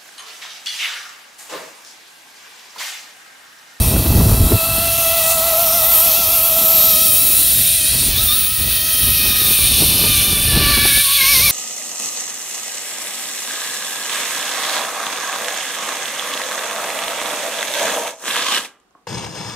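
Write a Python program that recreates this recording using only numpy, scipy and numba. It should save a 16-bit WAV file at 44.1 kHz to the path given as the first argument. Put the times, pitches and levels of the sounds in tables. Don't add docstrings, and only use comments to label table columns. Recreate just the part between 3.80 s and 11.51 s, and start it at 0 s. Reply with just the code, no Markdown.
import sys
import numpy as np
from scipy import signal
from scipy.io import wavfile
from scipy.ndimage import uniform_filter1d
from numba import njit

SR = 44100
rng = np.random.default_rng(int(sys.argv[2]) if len(sys.argv) > 2 else 0)


def unload_audio(sound):
    columns = np.transpose(np.atleast_2d(sound))
    steps = np.round(np.clip(columns, -1, 1) * 32767)
    wavfile.write(sys.argv[1], SR, steps.astype(np.int16))


N = 340011

# time in seconds, rumble level in dB, flutter level in dB above the rumble.
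WIND_LEVELS = [(0.0, -8.5, -14), (0.04, -18, -9), (0.19, -10.5, -15.5), (0.23, -17.5, -8), (0.36, -5, -13),
               (0.58, -13.5, -9), (0.64, -6, -16), (0.68, -17.5, -3.5), (0.75, -8.5, -10.5),
               (0.81, -37, -8), (0.9, -24.5, -14), (1.42, -37, -7), (3.41, -35, -0.5), (3.58, -38.5, 4),
               (3.8, -26.5, -9), (3.91, -34.5, -12), (4.29, -23, -7.5), (4.7, -35.5, -10.5),
               (4.85, -24, -7), (5.07, -38, -0.5), (5.24, -25.5, -8.5), (5.8, -30, -1.5), (5.84, -24.5, -5),
               (6.4, -24.5, -4), (6.46, -34.5, 1), (6.53, -14, -11.5), (6.55, -26, -5), (6.76, -17.5, -6),
               (7.17, -27.5, -4.5), (7.24, -40.5, -11), (7.65, -28, -5), (7.71, -31, -3)]
# centre in Hz, width of each filter pass in Hz, gain in dB.
RUMBLE_BANDS = [(35.4, 27, -11), (62.5, 50, 0), (109.5, 99, -6.5)]
# centre in Hz, width of each filter pass in Hz, gain in dB.
FLUTTER_BANDS = [(202, 236, 5.5), (455, 620, -7.5), (920, 750, -14.5)]
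# start in seconds, strength in dB before the flap's envelope.
WIND_FLAPS = [(0.135, -14), (0.162, -11), (0.261, -14), (0.412, -21), (0.514, -12), (0.543, -17),
              (0.603, -10), (0.665, -10), (0.717, -2), (0.751, -20), (0.981, -23), (3.331, -19),
              (4.155, -26), (4.185, -27), (5.714, -21), (5.787, -13), (6.021, -11.5), (6.117, -29),
              (6.21, -29), (6.237, -11), (6.651, -17), (6.889, -17), (6.974, -9), (7.052, -4), (7.171, -14)]
# time in seconds, crossing rate in Hz, depth of the bounce's
# waver in Hz, how early that waver comes in seconds.
STRAND_CROSSINGS = [(0.0, 655, 7.3, 0.036), (0.85, 656.5, 5.8, 0.062), (1.12, 668, 6, 0.031),
                    (1.28, 661, 6, 0.033), (1.5, 654, 6.4, 0.0013), (1.8, 663, 18.5, 0.0),
                    (2.15, 658.4, 24.8, 0.0035), (2.55, 662.4, 21.6, 0.0065), (2.8, 658, 8.4, 0.053),
                    (3.1, 648, 13.7, 0.065), (3.33, 634, 13.7, 0.021), (3.62, 657, 10.2, -0.027),
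                    (3.9, 642, 25, 0.06), (4.2, 655, 12, 0.026), (4.3, 636, 17, 0.03),
                    (4.36, 606, 35, 0.025), (4.45, 632, 28.7, 0.028), (4.55, 626, 21, 0.016),
                    (4.85, 638.4, 3.7, 0.0029), (5.15, 634, 8.4, -0.055), (5.4, 623, 9.2, 0.0074),
                    (5.68, 617, 6.2, 0.0292), (5.85, 598, 23.7, 0.018), (6.15, 606.5, 14.3, 0.04),
                    (6.3, 596, 10, 0.062), (6.7, 583, 9.8, -0.03), (6.95, 577.4, 4, 0.032),
                    (7.25, 565.5, 13, 0.025), (7.45, 551.3, 20.7, 0.0144), (7.56, 545, 29, 0.011),
                    (7.66, 558, 45, 0.017), (7.71, 562, 42, 0.0089)]
# time in seconds, 1st tone in dB, 2nd tone in dB.
LOW_TONE_LEVELS = [(0.0, -35, -52), (0.7, -32.5, -38.5), (0.82, -27.5, -32.5), (1.4, -22.5, -30),
                   (1.76, -21, -31), (2.3, -25, -31.5), (2.64, -29.5, -33.5), (2.72, -23.5, -33),
                   (2.98, -27, -30.5), (3.34, -34.5, -37.5), (3.5, -39.5, -40), (3.9, -40, -50),
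                   (4.35, -46, -46), (4.41, -39, -35), (4.46, -44, -38), (4.52, -46, -32),
                   (4.62, -49, -40.5), (5.0, -45, -41), (5.6, -48, -37.5), (6.1, -44, -46),
                   (6.25, -47, -35), (6.66, -43.5, -41.5), (6.89, -39, -23.5), (7.19, -45, -43.5),
                   (7.29, -49, -28), (7.36, -45.5, -36), (7.45, -43, -27), (7.71, -37, -33)]
QUIET_TONE_LEVELS = (-43, -39.5, -39.5, -37)
# start in seconds, end in seconds, level in dB.
TONE_SWELLS = [
    [(1.25, 1.75, -36), (1.95, 2.3, -39), (3.95, 4.2, -41), (4.75, 5.65, -40), (6.68, 7.22, -27.5),
     (7.38, 7.55, -32.5)],
    [(0.75, 1.55, -30.5), (2.2, 2.8, -35.5), (3.08, 3.6, -33.5), (3.9, 4.2, -34), (4.6, 5.3, -36),
     (5.33, 5.6, -28.5), (5.7, 5.92, -29), (6.18, 6.6, -32), (6.8, 7.22, -24.5), (7.38, 7.58, -21),
     (7.6, 7.71, -21.5)],
    [(0.9, 1.45, -39), (2.1, 2.8, -35), (3.0, 3.4, -31.5), (3.6, 4.2, -34), (4.95, 5.6, -33),
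     (6.1, 6.55, -30.5), (6.65, 7.1, -30.5)],
    [(2.9, 4.25, -32), (4.36, 4.42, -18.5), (4.48, 4.55, -19), (5.1, 5.45, -32.5), (5.47, 5.72, -25),
     (5.87, 6.05, -24), (6.05, 6.85, -27), (6.93, 7.1, -26), (7.32, 7.4, -24), (7.61, 7.71, -31)],
]
# centre in Hz, width of each filter pass in Hz, gain in dB within its part.
FRAME_PARTS = [
    [(800, 600, 0), (1150, 400, -1)],
    [(1650, 600, 0)],
    [(2550, 550, -3), (3050, 650, -4), (3670, 700, 0), (4300, 900, -1)],
    [(5500, 1200, 0), (6300, 1400, -3)],
    [(7500, 2000, 0)],
    [(8950, 1400, -3), (9750, 1200, 0)],
    [(10950, 1300, -3), (11800, 1100, 0)],
    [(12700, 1500, -2), (13400, 1300, 0), (14200, 2000, -6)],
    [(15000, 1800, -4), (15800, 1700, 0)],
]
# time in seconds,
# 2-5 kHz roar in dB, 9-10 kHz ring in dB, 12-14 kHz sizzle in dB.
ROLLING_LEVELS = [(0.0, -29.5, -24.5, -25.5), (0.6, -31.5, -26, -24.5), (1.2, -25.5, -23.5, -21.5),
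                  (1.8, -26, -24, -19.5), (2.15, -24.5, -22.5, -16), (2.35, -23, -24.5, -16.5),
                  (2.65, -27, -24.5, -16.5), (3.1, -23, -22.5, -14.5), (3.3, -26.5, -20, -18),
                  (3.7, -25, -17, -19.5), (3.93, -22.5, -15.5, -23), (4.12, -24, -21, -26.5),
                  (4.26, -21.5, -16, -23.5), (4.34, -23, -28, -25), (4.45, -24, -22, -20.5),
                  (4.62, -25, -23, -28), (5.15, -24, -24.5, -21.5), (5.5, -24, -22, -21),
                  (5.85, -20, -19, -22.5), (6.1, -20.5, -19.5, -19.5), (6.45, -21, -21, -22.5),
                  (6.7, -23, -18.5, -23.5), (6.8, -21, -23.5, -25), (7.07, -18.5, -16.5, -21.5),
                  (7.28, -19.5, -15.5, -23.5), (7.52, -15.5, -20, -19), (7.71, -20.5, -20.5, -17)]
# time in seconds, level in dB.
LOW_HISS_LEVEL = [(0.0, -37), (2.06, -29.5), (2.51, -34.5), (2.86, -34), (3.99, -53), (4.29, -44.5),
                  (4.7, -47), (6.21, -42), (6.57, -47), (6.87, -49), (7.19, -48.5), (7.71, -37)]
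# time in seconds, level in dB.
GAP_HISS_LEVEL = [(0.0, -55), (0.6, -51), (1.05, -36), (1.4, -54), (2.2, -60), (3.3, -47), (4.4, -39.5),
                  (5.1, -43.5), (6.7, -36.5), (6.95, -29), (7.3, -34), (7.71, -33)]
# time in seconds, level in dB.
TOP_HISS_LEVEL = [(0.0, -31), (0.6, -34), (1.4, -26.5), (1.8, -27), (2.25, -23), (2.85, -26), (3.5, -18),
                  (3.75, -23), (4.12, -29.5), (4.5, -22), (6.05, -26), (6.5, -34), (6.9, -32), (7.1, -28),
                  (7.71, -32)]

BOUNCE_S, BOUNCE_LOW_AT_S = .1463, 1.596
WAVER_HZ = 3.0
SWELL_S = .05
ASIDE_AT_S, ASIDE_TAKES_S, ASIDE_DB = 4.4, 0.19, -10
TOP_HZ = 15730


def undb(db):
    return 10 ** (np.asarray(db) / 20)


def unit(x):
    return x / np.sqrt(np.mean(x ** 2))


def columns(table):
    s, *cols = np.transpose(table)
    return [np.interp(np.arange(N) / SR, s, c) for c in cols]


@njit
def svf(x, hz, width):
    y, band, low = np.empty(len(x)), 0., 0.
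    g, damping = np.tan(np.pi * hz / SR), width / hz
    for i in range(len(x)):
        v = (band + g * (x[i] - low)) / (1 + g * (g + damping))
        band, low = 2 * v - band, low + 2 * g * v
        y[i] = damping * v
    return y


def walk(rate):
    hold = int(SR / rate)
    steps = np.repeat(rng.standard_normal(N // hold + 1), hold)
    smooth = uniform_filter1d(uniform_filter1d(steps, hold), hold)
    return unit(smooth[:N])


def resonate(modes, flicker_db, rate):
    out = 0
    for hz, width, db in modes:
        hz, width = float(hz), float(width)
        once = svf(rng.standard_normal(N), hz, width)
        band = svf(once, hz, width)
        out = out + undb(db + flicker_db * walk(rate)) * band
    return unit(out)


def wind():
    rumble_db, flutter_db = columns(WIND_LEVELS)
    puff, spit = walk(40), walk(130)
    rumble_gusts = undb(0.45 * puff + 0.99 * walk(16))
    rumble = unit(rumble_gusts * resonate(RUMBLE_BANDS, flicker_db=1.1, rate=35))
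    air = resonate(FLUTTER_BANDS, flicker_db=1.93, rate=60)
    flutter = unit(undb(0.74 * puff + 3.0 * spit + 1.84 * walk(18)) * air)

    flap_s, flap_db = np.array(WIND_FLAPS).T
    starts = np.zeros(N)
    starts[(flap_s * SR).astype(int)] = undb(flap_db)
    t = np.arange(2048) / SR
    flap_shape = (1 - np.exp(-t / 0.0024)) * np.exp(-t / 0.004)
    flaps = np.convolve(starts, flap_shape)[:N] * air
    return undb(rumble_db) * (rumble + undb(flutter_db) * flutter) + flaps


def swelling(quiet_db, swells):
    t = np.arange(N) / SR
    power = undb(2 * quiet_db)
    for start, end, db in swells:
        swell = np.clip(np.minimum(t - start, end - t) / SWELL_S + .5, 0, 1)
        power = power + undb(2 * db) * swell ** 2
    return 10 * np.log10(power)


def strands():
    hz, depth, early = columns(STRAND_CROSSINGS)
    bounce_time = np.arange(N) / SR + early - BOUNCE_LOW_AT_S
    bounce = -np.cos(2 * np.pi * bounce_time / BOUNCE_S)
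    wavering_hz = hz + depth * bounce + WAVER_HZ * walk(15)
    phase = 2 * np.pi * np.cumsum(wavering_hz) / SR + 0.06 * walk(70)

    levels = columns(LOW_TONE_LEVELS)
    levels += [swelling(quiet, swells) for quiet, swells in zip(QUIET_TONE_LEVELS, TONE_SWELLS)]
    upper_db = (levels[4] + levels[5]) / 2
    levels += [upper_db - db for db in (1.5, 4.5, 7.0)]
    out = 0
    for k, db in enumerate(levels):
        blur, rate = min(.07 + .08 * k, .5), 120 + 35 * k
        size = np.sqrt(1 - blur) + np.sqrt(blur / 2) * (walk(rate) + 1j * walk(rate))
        tone = np.imag(size * np.exp(1j * (k + 1) * phase))
        out = out + np.sqrt(2) * undb(db + 1.07 * walk(6)) * tone
    return out


def between(a, b, share):
    return share * a + (1 - share) * b


def rolling():
    roar, ring, sizzle = columns(ROLLING_LEVELS)
    aside = np.clip((np.arange(N) / SR - ASIDE_AT_S) / ASIDE_TAKES_S + .5, 0, 1)
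    levels = [columns(LOW_HISS_LEVEL)[0],
              columns(GAP_HISS_LEVEL)[0],
              roar - 0.6,
              between(roar, sizzle, 0.52) - 5.5 - 0.54 * aside,
              between(ring, sizzle, 0.42) - 9.5 + ASIDE_DB * aside,
              ring + 0.99,
              between(ring, sizzle, 0.38) - 0.7,
              sizzle + 1.5,
              columns(TOP_HISS_LEVEL)[0] + 3.7]
    waver_db = 0.42 * walk(11) + 0.63 * walk(45)
    hiss = 0
    for modes, db in zip(FRAME_PARTS, levels):
        hiss = hiss + undb(db) * resonate(modes, flicker_db=1.7, rate=7)
    return undb(waver_db) * hiss


def scene():
    gusts = .8 * np.tanh(wind() / .8)
    return np.tile(gusts + strands() + rolling(), (2, 1))


def record(dry):
    rounded = dry / (1 + (dry / .8) ** 4) ** .25
    top_cut = signal.ellip(16, .2, 90, TOP_HZ, fs=SR, output="sos")
    return signal.sosfilt(top_cut, rounded)


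dry = scene()
out = record(dry)
unload_audio(out)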